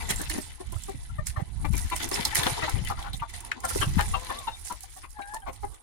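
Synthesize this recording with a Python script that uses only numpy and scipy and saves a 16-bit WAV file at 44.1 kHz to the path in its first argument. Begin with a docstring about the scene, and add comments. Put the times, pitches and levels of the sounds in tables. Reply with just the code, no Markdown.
"""Wind rumbles at two microphones a head apart while a wire-netted hen run rustles, scuffs and murmurs.
Someone leans on the netting: almost at once it pings, ticks and rustles, and hens begin to cluck.
Some of the sharpest ticks and the strongest rustle come after two seconds; at four seconds a strong gust punches
the left port and a hen whines, a sparrow chirps briefly, and a last whine comes after five seconds.
Wind is lumpy noise, rustle is tiny contacts over hiss, and clucks are partials shaped by a throat."""
import sys
import numpy as np
from scipy import signal
from scipy.fft import rfft, irfft
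from scipy.io import wavfile
from scipy.ndimage import uniform_filter1d

SR = 44100
rng = np.random.default_rng(int(sys.argv[2]) if len(sys.argv) > 2 else 0)


def int16_out(signal):
    """Quantize to a 16-bit WAV file."""
    q = np.round(np.clip(np.atleast_2d(signal).T, -1, 1) * 32767)
    wavfile.write(sys.argv[1], SR, q.astype(np.int16))


N = 256662


def undb(db):
    """Turn decibels into gain."""
    return 10 ** (np.asarray(db) / 20)


def unit(x):
    """Scale to an rms (average strength) of 1."""
    return x / np.sqrt(np.mean(x ** 2))


def clock():
    """Time of every sample in seconds."""
    return np.arange(N) / SR


def along(table):
    """Draw straight lines between the rows of a table: one value a sample for each column."""
    s, *columns = np.transpose(table)
    return [np.interp(clock(), s, column) for column in columns]


def colour(x, points):
    """Filter x through a curve of (f/Hz, gain/dB) points."""
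    hz, db = np.transpose(points)
    f = np.fft.rfftfreq(len(x), 1 / SR)
    gain = undb(np.interp(np.log(f + 1), np.log(hz), db))
    return irfft(rfft(x) * gain, len(x))


def resonance(f, hz, width_hz):
    """Response of one resonance, with gain 1 at its centre."""
    return 1j * f * width_hz / (hz ** 2 - f ** 2 + 1j * f * width_hz)


def walk(rate):
    """Random levels, a new one rate times a second, with smooth slides between; spread near 1."""
    k = int(SR / rate)
    steps = np.repeat(rng.standard_normal(N // k + 1), k)
    return 0.984 * uniform_filter1d(steps, k)[:N]


def add(out, s, x):
    """Mix x into out from s seconds on."""
    i = int(s * SR)
    out[i:i + len(x)] += x[:N - i]


def side_gain(lean_db):
    """Gain of one side that is lean_db above the other; the two squared gains always add up to 4."""
    return np.sqrt(4 / (1 + undb(-2 * lean_db)))


# wind on the ports: t/s, level before the side gain/dB, left minus right/dB
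WIND_CURVE = [(0.0, -39, 1), (0.05, -37, 12), (0.26, -37, -6.5), (0.63, -54.5, 7), (0.68, -37, -22),
              (0.92, -47.5, 2), (1.17, -37, -4), (1.56, -40.5, -16), (1.69, -26, 31), (1.88, -41.5, -1.5),
              (2.72, -42, 7), (2.74, -27, 21), (2.92, -38, -7), (3.61, -52, -5.5), (3.8, -33, 0),
              (3.99, -24, 10.5), (4.1, -36, -1.5), (4.25, -45.5, 21), (4.47, -46, -20), (4.85, -53, 22),
              (5.33, -55.5, -13), (5.69, -45, -18), (5.82, -67, 12)]
# tone of the wind noise: f/Hz, relative level per Hz/dB
RUMBLE_TONE = [(8.8, -44), (15, -3), (38, 7.5), (70, 6.5), (209, -11), (280, -22.5), (360, -22.5),
               (620, -120)]
# dulling of weak wind: f/Hz, gain/dB
CALM_TONE = [(35, 5), (70, 2.5), (110, 1), (200, -27), (300, -32)]
CALM_DB, STRONG_DB = -63.5, -31.5  # wind levels between which the rumble gains its upper part


def wind():
    """Air turbulence presses on each port separately, so the two lumpy rumbles are unrelated."""
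    db, lean_db = along(WIND_CURVE)
    strength = np.clip((db - CALM_DB) / (STRONG_DB - CALM_DB), 0, 1)
    out = np.zeros((2, N))
    for port, side in enumerate((1, -1)):
        lumps = undb(3.4 * walk(25))
        strong = unit(lumps * colour(rng.standard_normal(N), RUMBLE_TONE))
        rumble = strength * strong + (1 - strength) * colour(strong, CALM_TONE)
        out[port] = undb(db) * side_gain(side * lean_db) * rumble
    return out


def grains(points, rate, spread_db, flicker_db, sharpness, patchy_db, snap):
    """Tiny contacts of uneven size (rate a second) over a hiss; each narrow band stirs and rings on its own."""
    spurts = undb(flicker_db * (walk(130) + 1.02 * walk(35) + 0.24 * walk(12)))
    # crackle heard in all bands at once, about 260 snaps a second
    crackle = unit((rng.random(N) < 260 / SR) * rng.uniform(-1, 1, size=N) ** 3)
    out = 0
    for hz in np.geomspace(points[1][0], points[-2][0], num=13):
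        sizes = undb(spread_db * rng.exponential(size=N)) * rng.standard_normal(N)
        hits = (rng.random(N) < rate / SR) * sizes
        contacts = unit(hits) + snap * crackle + rng.standard_normal(N)
        b, a = signal.iirpeak(hz, sharpness, fs=SR)
        band = unit(signal.lfilter(b, a, signal.lfilter(b, a, contacts)))
        out = out + band * np.sqrt(hz) * undb(patchy_db * walk(25))
    return unit(colour(out * spurts, points))


# slow background of netting, litter and flock: t/s, bright rustle level/dB, dull scuffing level/dB,
# low murmur level/dB
BACKGROUND = [(0, -46, -47, -48), (.3, -46.5, -49, -62), (.55, -55, -59.5, -67), (.9, -53, -57, -64),
              (1.23, -61, -61.5, -69), (1.68, -54, -63, -64.5), (1.9, -50.5, -65, -78),
              (2.5, -46, -37.5, -39.5), (2.9, -52.5, -55, -57.5), (3.24, -96, -58.5, -68),
              (3.62, -59, -57.5, -54.5), (3.8, -67, -52, -49), (4.34, -55, -51, -62.5),
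              (4.6, -60, -88, -86), (5.15, -83, -94, -82), (5.3, -72, -71, -66), (5.46, -76, -77, -70),
              (5.82, -81, -84, -60.5)]


def stir():
    """Gains of rustle, scuffing and murmur: the power of the shoves adds to the slow background."""
    return [np.sqrt(undb(slow_db) ** 2 + power) for slow_db, power in zip(along(BACKGROUND), shoves())]


# tone of the rustle: f/Hz, relative level per Hz/dB
RUSTLE_TONE = [(1760, 13), (3000, -14), (3360, -10), (4080, -8.5), (4860, -5), (5840, -3.5), (7940, -4.5),
               (9730, 2.5), (12300, -12.5), (15100, -15.5), (16000, -35)]
FULL_DB, THIN_HZ = -51.5, (7350, 11700)  # rustle softer than this thins towards this band


def rustling(gain):
    """Bright contacts spread over the netting, different at each microphone; soft rustle sounds thinner."""
    leaves = np.array([grains(RUSTLE_TONE, rate=260, spread_db=2.2, flicker_db=2.6, sharpness=4.6,
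                              patchy_db=2.5, snap=1.4) for _ in range(2)])
    outside_band = signal.butter(3, THIN_HZ, "bandstop", fs=SR, output="sos")
    body = signal.sosfiltfilt(outside_band, leaves)
    thinning = np.clip(1 - gain / undb(FULL_DB), 0, 0.75)
    return gain * (leaves - thinning * body)


# tone of the scuffing: f/Hz, relative level per Hz/dB
SCUFF_TONE = [(760, -52), (1300, -2.5), (1700, 1), (2040, 7.5), (2500, 0.5), (3780, 2.5), (5500, -7),
              (7150, -6), (12100, -120)]


def scuffing(gain):
    """Duller contacts, drawn separately for each microphone."""
    return gain * np.array([grains(SCUFF_TONE, rate=400, spread_db=2.0, flicker_db=2.5, sharpness=9,
                                   patchy_db=3.0, snap=1.4) for _ in range(2)])


# tone of the flock: f/Hz, relative level per Hz/dB
MURMUR_TONE = [(150, -4), (250, -0.5), (295, -2.5), (423, -3), (602, -6), (809, 2.5), (902, 0),
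               (1400, -10.5), (1820, -19), (3080, -120)]


def murmur(gain):
    """The flock's low voices blur into grains without crackle."""
    return gain * grains(MURMUR_TONE, rate=200, spread_db=2.0, flicker_db=3.0, sharpness=4.17,
                         patchy_db=3.5, snap=0)


# taut strands that ring: t/s, level before swell and decay/dB, f/Hz, time for the decay to fall 60 dB/s
STRANDS = [(.03, -41, 7340, 0.12), (.086, -27, 7260, 0.1), (0.156, -24, 7400, 0.053),
           (0.18, -25, 8060, 0.05), (0.096, -14.5, 3320, 0.025), (1.961, -13.5, 3090, 0.015),
           (2.135, -12, 5290, 0.029), (2.254, -9.5, 5140, 0.023), (2.432, -14, 3500, 0.029),
           (3.518, -4, 1760, 0.0078), (0.416, -37.5, 8150, 0.13), (2.128, -18.5, 5210, 0.042),
           (1.9, -27, 4400, .025), (2.85, -28.5, 3020, 0.047), (4.385, -6, 3600, 0.013),
           (5.42, -31, 3150, 0.019), (2.3, -26, 1600, 0.033), (1.822, -30, 1940, 0.044),
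           (2.9, -28, 5900, .015)]


def pings():
    """Each strand rings as a close, beating pair of tones."""
    out, t = np.zeros(N), np.arange(SR // 4) / SR
    for s, db, hz, t60 in STRANDS:
        partner = np.sin(2 * np.pi * (hz + 60) * t + 6 * rng.random())
        pair = np.sin(2 * np.pi * hz * t) + .5 * partner
        swell = 1 - np.exp(-t / 0.01)
        add(out, s, undb(db) * pair * swell * 1000 ** (-t / t60))
    return out


# wire snapping over wire: start t/s, peak level/dB, centre f/Hz, dull part against the centre/dB
WIRE_SNAPS = [(.088, -24.5, 7270, -11), (0.106, -15.5, 8600, -20), (.157, -23.5, 7400, -24),
              (0.202, -30, 3500, -4), (.213, -21, 9200, -15), (.225, -41, 9300, -20),
              (0.378, -31, 6000, -8), (0.295, -19, 4400, 0.5), (.311, -26.5, 2750, -8),
              (5.558, -40, 3670, -5), (5.364, -40, 3450, -20), (2.0, -28, 3000, 8), (2.176, -35, 3600, 3),
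              (0.719, -31, 9850, -22), (0.818, -36, 8700, -31), (0.833, -29, 7700, -27),
              (0.893, -34, 8300, -25), (1.266, -20.5, 6950, -3.5), (1.648, -29.5, 4100, 11),
              (1.725, -38, 9000, -8), (1.731, -28.5, 9900, -2), (1.764, -25, 5960, -16),
              (1.839, -44, 9500, -15), (2.024, -24.5, 10500, -7), (2.076, -37, 10000, -15),
              (2.308, -36, 10600, -15), (1.751, -28, 10400, -18), (1.775, -25, 10800, -22),
              (1.8967, -27, 9270, 4), (1.9601, -19, 9150, 0.5), (2.086, -26, 10300, -21),
              (2.111, -26, 5300, -6), (2.14, -18.5, 5400, -12), (2.249, -11, 4860, -13),
              (2.3458, -15, 9900, 5), (2.3514, -8.5, 9650, 5), (2.366, -22.5, 9500, -11),
              (2.376, -26, 9500, -15), (2.403, -35, 10000, -17), (2.43, -16.5, 3450, -4),
              (2.4636, -16, 3400, -2), (2.6924, -24.5, 9200, -24), (2.846, -29, 9500, -20),
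              (2.989, -40, 3660, -10), (3.0228, -30, 3500, -23), (3.129, -29, 3750, -19),
              (3.2956, -38, 6160, 4), (3.4025, -29, 8790, -26), (3.5135, -17, 3310, 49),
              (3.6008, -34.5, 7550, -14), (3.649, -19, 8400, -17), (3.6877, -26, 9570, -1),
              (3.8262, -34, 3000, -8), (4.006, -20, 3230, -18), (4.194, -36, 7970, 0),
              (4.244, -30.5, 9300, -14), (4.386, -33, 8100, -17), (4.6508, -31.5, 9300, -13),
              (4.7217, -26.5, 9900, 0), (4.804, -32, 9450, -30), (4.831, -29.5, 9300, -30),
              (4.969, -37.5, 9900, -25), (5.102, -39, 7600, -20), (5.334, -37, 9200, -25),
              (5.3416, -27, 8800, -19), (5.3995, -44, 9300, -15), (5.741, -40, 7450, -1)]
TICK_SHINE = 0.91  # broad treble of a tick around 7470 Hz, in proportion to the tick's pitch
TICK_RISE_S, TICK_T60_S = 0.0035, 0.026  # swell time; time for the trailing part to fall 60 dB


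def ticks():
    """A scrape that swells, snaps and trails off, bright around the wire's pitch with a dull knock below."""
    out, t = np.zeros(N), np.arange(4096) / SR
    f = np.fft.rfftfreq(len(t), 1 / SR)
    late = t - TICK_RISE_S
    swell = .5 * (t / TICK_RISE_S) ** 2
    snap = .5 * np.exp(-np.abs(late) / 0.00036)
    trail = .5 * 1000 ** (-late / TICK_T60_S)
    envelope = np.where(late < 0, swell, snap + trail)
    for s, db, hz, dull_db in WIRE_SNAPS:
        tone = resonance(f, hz, 3040) ** 2
        tone += TICK_SHINE * (hz / 9000) * resonance(f, 7470, 5800) ** 2
        tone += undb(dull_db) * resonance(f, 1940, 1310) ** 2
        tick = irfft(rfft(rng.standard_normal(len(t)) * envelope) * tone)
        add(out, s, tick * undb(db) / np.abs(tick).max())
    return out


# single gusts that punch a port: start t/s, level before the side gain/dB, f/Hz, left minus right/dB
GUSTS = [(0.102, -30.5, 152, 7), (0.753, -26.5, 94, -31), (0.946, -33, 107, -27), (1.116, -36.5, 99, -2),
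         (1.183, -23, 107.5, 26), (1.369, -22.5, 92, -14), (1.417, -23, 131, -27), (1.557, -38, 140, -20),
         (1.64, -36, 139, 22.0), (1.699, -22, 137, 38.0), (2.193, -28.5, 173, 10), (2.383, -26, 114, 8),
         (2.461, -26, 225, 9), (2.517, -26.5, 111, 11), (2.624, -30, 114, 26), (2.743, -24, 94, 73),
         (2.812, -29.5, 135, 13), (3.137, -35, 133, 8), (3.208, -33, 116, -31), (3.792, -25, 100, -8),
         (3.868, -21.5, 134, -23), (3.967, -14.5, 184, 39)]


def buffets():
    """Each gust is a soft punch: about two cycles of a low tone, swelling and fading."""
    out, t = np.zeros((2, N)), np.arange(2048) / SR
    for s, db, hz, lean_db in GUSTS:
        swell = np.sin(np.pi * np.clip(t * hz / 2.28, 0, 1)) ** 2
        punch = undb(db) * np.sin(2 * np.pi * hz * t) * swell
        for port, side in enumerate((1, -1)):
            add(out[port], s, side_gain(side * lean_db) * punch)
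    return out


# shoves against the netting at their loudest: t/s, bright rustle level/dB, dull scuffing level/dB,
# dying away/dB per s
NET_SHOVES = [(0.106, -33, -32.5, 500), (0.228, -57, -56, 354), (.31, -44, -46, 68), (0.749, -50, -73, 207),
              (1.273, -35, -63, 321), (1.728, -48.5, -50.5, 63), (1.78, -39.5, -48, 82),
              (1.964, -38, -46, 150), (2.002, -57, -40, 250), (2.031, -36.5, -36.5, 321),
              (2.117, -41, -38.5, 39), (2.14, -38.5, -38.5, 166), (2.251, -40, -42, 200),
              (2.18, -48, -40, 150), (2.367, -22, -32.5, 300), (2.4, -34.5, -34.5, 80),
              (2.64, -65, -37.5, 198), (2.71, -46, -47, 300), (2.874, -44, -45, 233),
              (2.995, -49.5, -49, 148), (3.03, -50.5, -55, 122), (3.14, -48.5, -70, 129),
              (3.295, -49.5, -54.5, 150), (3.403, -57, -76, 202), (3.45, -49, -51, 194),
              (3.34, -44.5, -49.5, 157), (3.647, -41, -47.5, 12.5), (3.69, -36, -60, 62),
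              (3.737, -35, -58, 90), (4.34, -67, -48, 116), (4.2, -61, -51, 102), (4.654, -42, -59.5, 90),
              (4.83, -49, -80.5, 141.5), (4.921, -50, -68, 146), (4.969, -50, -72, 149),
              (5.215, -55.5, -84, 150), (5.275, -55, -77, 119), (5.615, -54, -81, 77),
              (5.72, -57, -62.5, 99), (5.1, -53.5, -80, 136), (5.345, -49, -60, 243),
              (5.532, -53.5, -60, 94)]
SHOVE_RISE_DB_S, FLURRY_DB = 1092, -5  # how fast a shove swells; the flock's flurry against the scuffing


def shoves():
    """Power given to rustle, scuffing and flock: each shove swells quickly and dies at its own pace."""
    t = np.arange(0, N, 64) / SR  # a coarse clock is enough
    s, bright_db, dull_db, fall_db_s = np.transpose(NET_SHOVES)[:, :, None]
    drop_db = np.where(t < s, SHOVE_RISE_DB_S * (s - t), fall_db_s * (t - s))
    peaks = (bright_db, dull_db, dull_db + FLURRY_DB)
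    powers = [(undb(peak_db - drop_db) ** 2).sum(axis=0) for peak_db in peaks]
    return [np.interp(clock(), t, power) for power in powers]


# clucks at their loudest moment: t/s, level/dB, pitch f/Hz, length at half height/ms, roughness/0-1,
# chest against throat/dB, throat f/Hz, beak f/Hz, beak against throat/dB
CLUCK_CALLS = [(0.108, -37.5, 331.8, 48, 0.9, 7.5, 850, 1930, 4.5),
               (.208, -37.5, 311, 28, 0.7, 10, 600, 1570, 2),
               (0.312, -39.5, 318.3, 20, 0.22, 6.5, 790, 2710, 4),
               (0.349, -36.5, 314, 27, 0.58, 10, 865, 1780, -1),
               (.385, -29.5, 308.3, 10.3, 0.51, 15, 775, 1680, -0.5),
               (0.61, -38, 360.3, 19, 0.24, 6.5, 856, 1990, -31),
               (0.732, -41, 345, 15, 0.33, 0.5, 865, 2180, -33),
               (.761, -49, 656, 13, 0.5, -4, 600, 1430, 1),
               (0.892, -37, 393.6, 24.4, 0.25, 8, 900, 2130, -17),
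               (.946, -44, 270, 10, 0.05, 35, 750, 1830, -25),
               (1.1, -50.5, 686, 12, 0.2, -14, 1170, 1520, -9),
               (1.191, -36.5, 606, 12.3, 0.15, 20, 1130, 1730, -2),
               (1.371, -37, 595, 18, 0.42, 8.5, 1100, 1710, -7),
               (1.397, -40, 398, 30, 0.67, -10, 565, 1970, -16),
               (1.652, -31, 294.6, 14.2, 0.33, -6.5, 896, 2170, -9.5),
               (1.743, -37, 340.3, 16, 0.39, 12.5, 1020, 2250, 4),
               (1.929, -30, 337, 26.7, 0.32, -6.5, 960, 2210, -10.5),
               (2.118, -29, 381.6, 7.8, 0.4, 8, 920, 1920, -4),
               (2.332, -34.5, 446, 11.6, 0.27, -30, 935, 1800, -3),
               (2.469, -25.5, 464.5, 14.4, 0.8, -4, 760, 1580, -6.5),
               (2.634, -28.5, 641, 24.6, 0.4, 2, 980, 1730, -5.5),
               (2.686, -30.5, 442, 19, 0.42, -32, 880, 1510, -0.5),
               (2.767, -43.5, 398.7, 44, 0.65, 5, 775, 2150, 0),
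               (2.912, -31, 411, 25.4, 0.55, -12, 850, 1310, -4.5),
               (2.991, -43, 410, 30, 0.65, -43, 1120, 1850, -32),
               (3.02, -48.5, 399.6, 45, 0.66, -26, 870, 1600, -16),
               (3.049, -46, 408.4, 25, 0.65, -21, 850, 1450, 6),
               (3.067, -41, 277.7, 32, 0.53, -28, 880, 1440, -3),
               (3.142, -40, 263.3, 17.5, 0.27, 9.5, 760, 3660, 11),
               (3.2, -46.5, 533, 12, 0.74, -10, 2160, 2830, 5),
               (3.345, -48.5, 353, 13, 0.16, -30, 700, 1500, -27),
               (2.262, -37.5, 444.6, 24, .35, -35, 880, 1980, -7),
               (2.19, -38, 300.3, 34, 0.65, -7, 880, 1980, -6),
               (3.229, -31, 236, 18, 0.26, -39, 940, 1310, -10),
               (3.648, -29.5, 350.2, 21, 0.43, -37, 750, 1505, -3.5),
               (3.71, -37, 464, 12, 0.44, 7, 1370, 2100, -7),
               (3.76, -23.5, 362.3, 6, 0.37, 25, 586, 1560, -10),
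               (3.824, -26, 398, 23, 0.66, -1, 1415, 3030, -5),
               (3.996, -26, 423, 27.5, 0.5, -6, 890, 1540, -1.5),
               (4.148, -28, 391, 23, 0.52, -18, 993, 2920, -10),
               (4.308, -32.5, 354.4, 25.7, 0.52, -14, 930, 1770, -9.5),
               (4.376, -49, 352, 14, .1, -20, 740, 2080, -17),
               (4.407, -44, 361, 6.2, 0.1, -33, 750, 2100, -25),
               (4.482, -29, 460.3, 22, 0.52, -11, 894, 1500, -20),
               (4.714, -35, 331.2, 26, 0.47, -13, 1004, 1400, -25),
               (4.84, -47, 384, 8.1, 0, -46, 745, 1550, -22),
               (4.977, -51, 378, 27, 0.34, -33, 700, 1960, -18),
               (5.042, -45.5, 364, 23, 0.72, -10.5, 1260, 2450, -6),
               (5.195, -39, 354, 14.5, 0.43, -6, 860, 1560, -19),
               (5.224, -46, 391, 12, 0.47, -6, 2360, 3960, -6),
               (5.344, -38.5, 338.3, 16, 0.41, -15.5, 870, 1600, -32),
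               (5.431, -50, 798, 22, 0.2, -27, 836, 1660, -1),
               (5.482, -35.5, 360.4, 33, 0.46, -25, 790, 2290, -18.5),
               (5.641, -33.5, 417, 20.4, 0.28, 1, 776, 1910, -18)]
# upper mouth resonances, strong when the calling hen is near and facing: t/s, level against throat/dB
MOUTH_OPEN = [(0, -10), (.6, -18), (1.4, -29), (1.65, -21), (1.93, -13.5), (2.63, -14), (2.9, -36),
              (3.65, -32), (3.82, -15), (4.15, -13), (4.48, -14), (4.71, -21), (5.2, -40), (5.64, -38)]
HALF_SHARE = 1.1  # half partials against whole ones, times roughness squared
SAG_PER_S, RISE_SHARE = 1.52, 0.45  # pitch drop as a share per s; part of the length spent rising
SCATTER = .5  # typical radians by which partials stray from one sharp pulse a cycle


def clucks():
    """Short puffs of voice through chest, throat and beak; the throat closes down as the puff runs out."""
    out, size, lead = np.zeros(N), 4096, .04
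    t = np.arange(size) / SR - lead  # 0 at the loudest moment
    closing = 1 - 11 * np.clip(t, -.02, .025)
    for s, db, hz, length_ms, rough, chest_db, throat_hz, beak_hz, beak_db in CLUCK_CALLS:
        # strong and weak cycles alternate, so there are half partials too
        k = np.arange(2, 9600 // hz)[:, None] / 2
        pitch = hz * (1 - SAG_PER_S * np.clip(t, -.02, .03))
        stray = SCATTER * rng.standard_normal((len(k), 1))
        phase = k * 2 * np.pi * np.cumsum(pitch) / SR + stray
        f = k * pitch
        chest = undb(chest_db) * resonance(f, 312, 164) ** 2
        throat = resonance(f, throat_hz * closing, 350) ** 2
        beak = undb(beak_db) * resonance(f, beak_hz * closing ** 0.12, 410) ** 2
        mouth = resonance(f, 2680, 410) ** 2 - undb(-0.5) * resonance(f, 3660, 300) ** 2
        mouth += undb(-12.5) * resonance(f, 4400, 400) ** 2
        open_db = np.interp(s, *np.transpose(MOUTH_OPEN))
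        tract = chest - throat + beak - undb(open_db) * mouth
        phase = phase + np.angle(tract)
        strength = np.abs(tract) * np.where(k % 1, HALF_SHARE * rough ** 2, 1)
        # unsteady membranes smear every partial into a narrow band of noise
        shake = unit(uniform_filter1d(rng.standard_normal((2, len(k), size)), size=170))
        steady = (1 - rough + rough * shake[0]) * np.cos(phase)
        voice = (strength * (steady + rough * shake[1] * np.sin(phase))).sum(axis=0)
        side_ms = np.where(t < 0, RISE_SHARE, 1 - RISE_SHARE) * length_ms
        puff = 2 ** -np.abs(1000 * t / side_ms) ** 3
        loudness = np.sqrt(np.average(voice ** 2, weights=puff ** 2))
        add(out, s - lead, undb(db) * puff * voice / loudness)
    return out


# one list per whine or chirp: t/s, pitch f/Hz, level/dB, second partial level/dB
WHINES_AND_CHIRP = [
    [(4.04, 435, -69, -77), (4.12, 460, -54, -70), (4.17, 486.4, -49, -40), (4.19, 497.5, -52, -55),
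     (4.24, 513, -61, -51), (4.285, 508, -60, -57), (4.35, 550, -56, -46), (4.39, 588, -66, -52.5),
     (4.43, 545, -74.5, -48.5), (4.47, 496, -77, -58)],
    [(4.52, 3700, -55, -90), (4.54, 3624, -43, -90), (4.58, 3780, -74.5, -85.5), (4.61, 3780, -85, -87)],
    [(5.14, 841, -72, -76), (5.17, 850, -48, -58), (5.212, 789.4, -44, -45.5), (5.282, 820, -52.5, -50.5),
     (5.33, 850, -42.5, -47), (5.365, 883, -37.5, -50), (5.38, 882, -48, -61), (5.4, 855, -82, -88)],
]


def whines_and_chirp():
    """Thin husky notes whose second partial is sometimes the louder, with faint third and fourth partials."""
    out = 0
    for table in WHINES_AND_CHIRP:
        hz, db, second_db = along(table)
        start, end = table[0][0], table[-1][0]
        on = np.interp(clock(), [start - .01, start, end, end + .01], [0, 1, 1, 0])
        waver_hz = 4 * walk(70) + (3 + 5000 / hz) * walk(400)  # low notes waver most
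        phase = 2 * np.pi * np.cumsum(hz + waver_hz) / SR
        upper = np.sin(2 * phase) + undb(-28) * np.sin(3 * phase) + undb(-30) * np.sin(4 * phase)
        husk = (1 + .35 * walk(350)) * undb(1.8 * walk(50))
        note = undb(db) * np.sin(phase) + undb(second_db) * upper
        out = out + on * husk * np.sqrt(2) * note
    return out


def yard(x, t60, wet_db):
    """Boards and ground scatter a short, separate tail to each microphone."""
    t = np.arange(SR // 4) / SR
    tails = rng.standard_normal((2, len(t))) * 1000 ** (-t / t60) * (t > .003)
    tails /= np.sqrt((tails ** 2).sum(axis=1, keepdims=True))
    return x + undb(wet_db) * signal.fftconvolve(x[None], tails, axes=1)[:, :N]


# tone difference of the microphones: f/Hz, left minus right/dB
HEAD_SHADE = [(60, 11), (110, -23), (200, 7.5), (380, 2.5), (700, 6), (1290, 8), (2380, 8), (4400, 1),
              (8120, -13.5), (11000, -31), (15000, -27)]
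LEFT_LAG = 42  # samples, about 1 ms


def microphones(air):
    """The left microphone is shaded, dull and late; the right one has a bright port."""
    hz, db = np.transpose(HEAD_SHADE)
    left, right = [colour(x, np.column_stack((hz, 20 * np.log10(side_gain(side * db)))))
                   for x, side in zip(air, (1, -1))]
    return np.array([np.roll(left, LEFT_LAG), right])


def scene():
    """Point sources start alike at both microphones; rustle, scuffing and wind differ at each."""
    rustle_gain, scuff_gain, murmur_gain = stir()
    air = rustling(rustle_gain) + scuffing(scuff_gain)
    air += yard(murmur(murmur_gain), t60=0.16, wet_db=-0.5)
    air += yard(pings() + ticks(), t60=.1, wet_db=-9)
    air += yard(clucks() + whines_and_chirp(), t60=0.09, wet_db=-6)
    return microphones(air) + wind() + buffets()


def record(dry):
    """The recorder cuts the top, above 16400 Hz."""
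    return signal.sosfilt(signal.ellip(10, .2, 70, 16400, fs=SR, output="sos"), dry)


dry = scene()
out = record(dry)
int16_out(out)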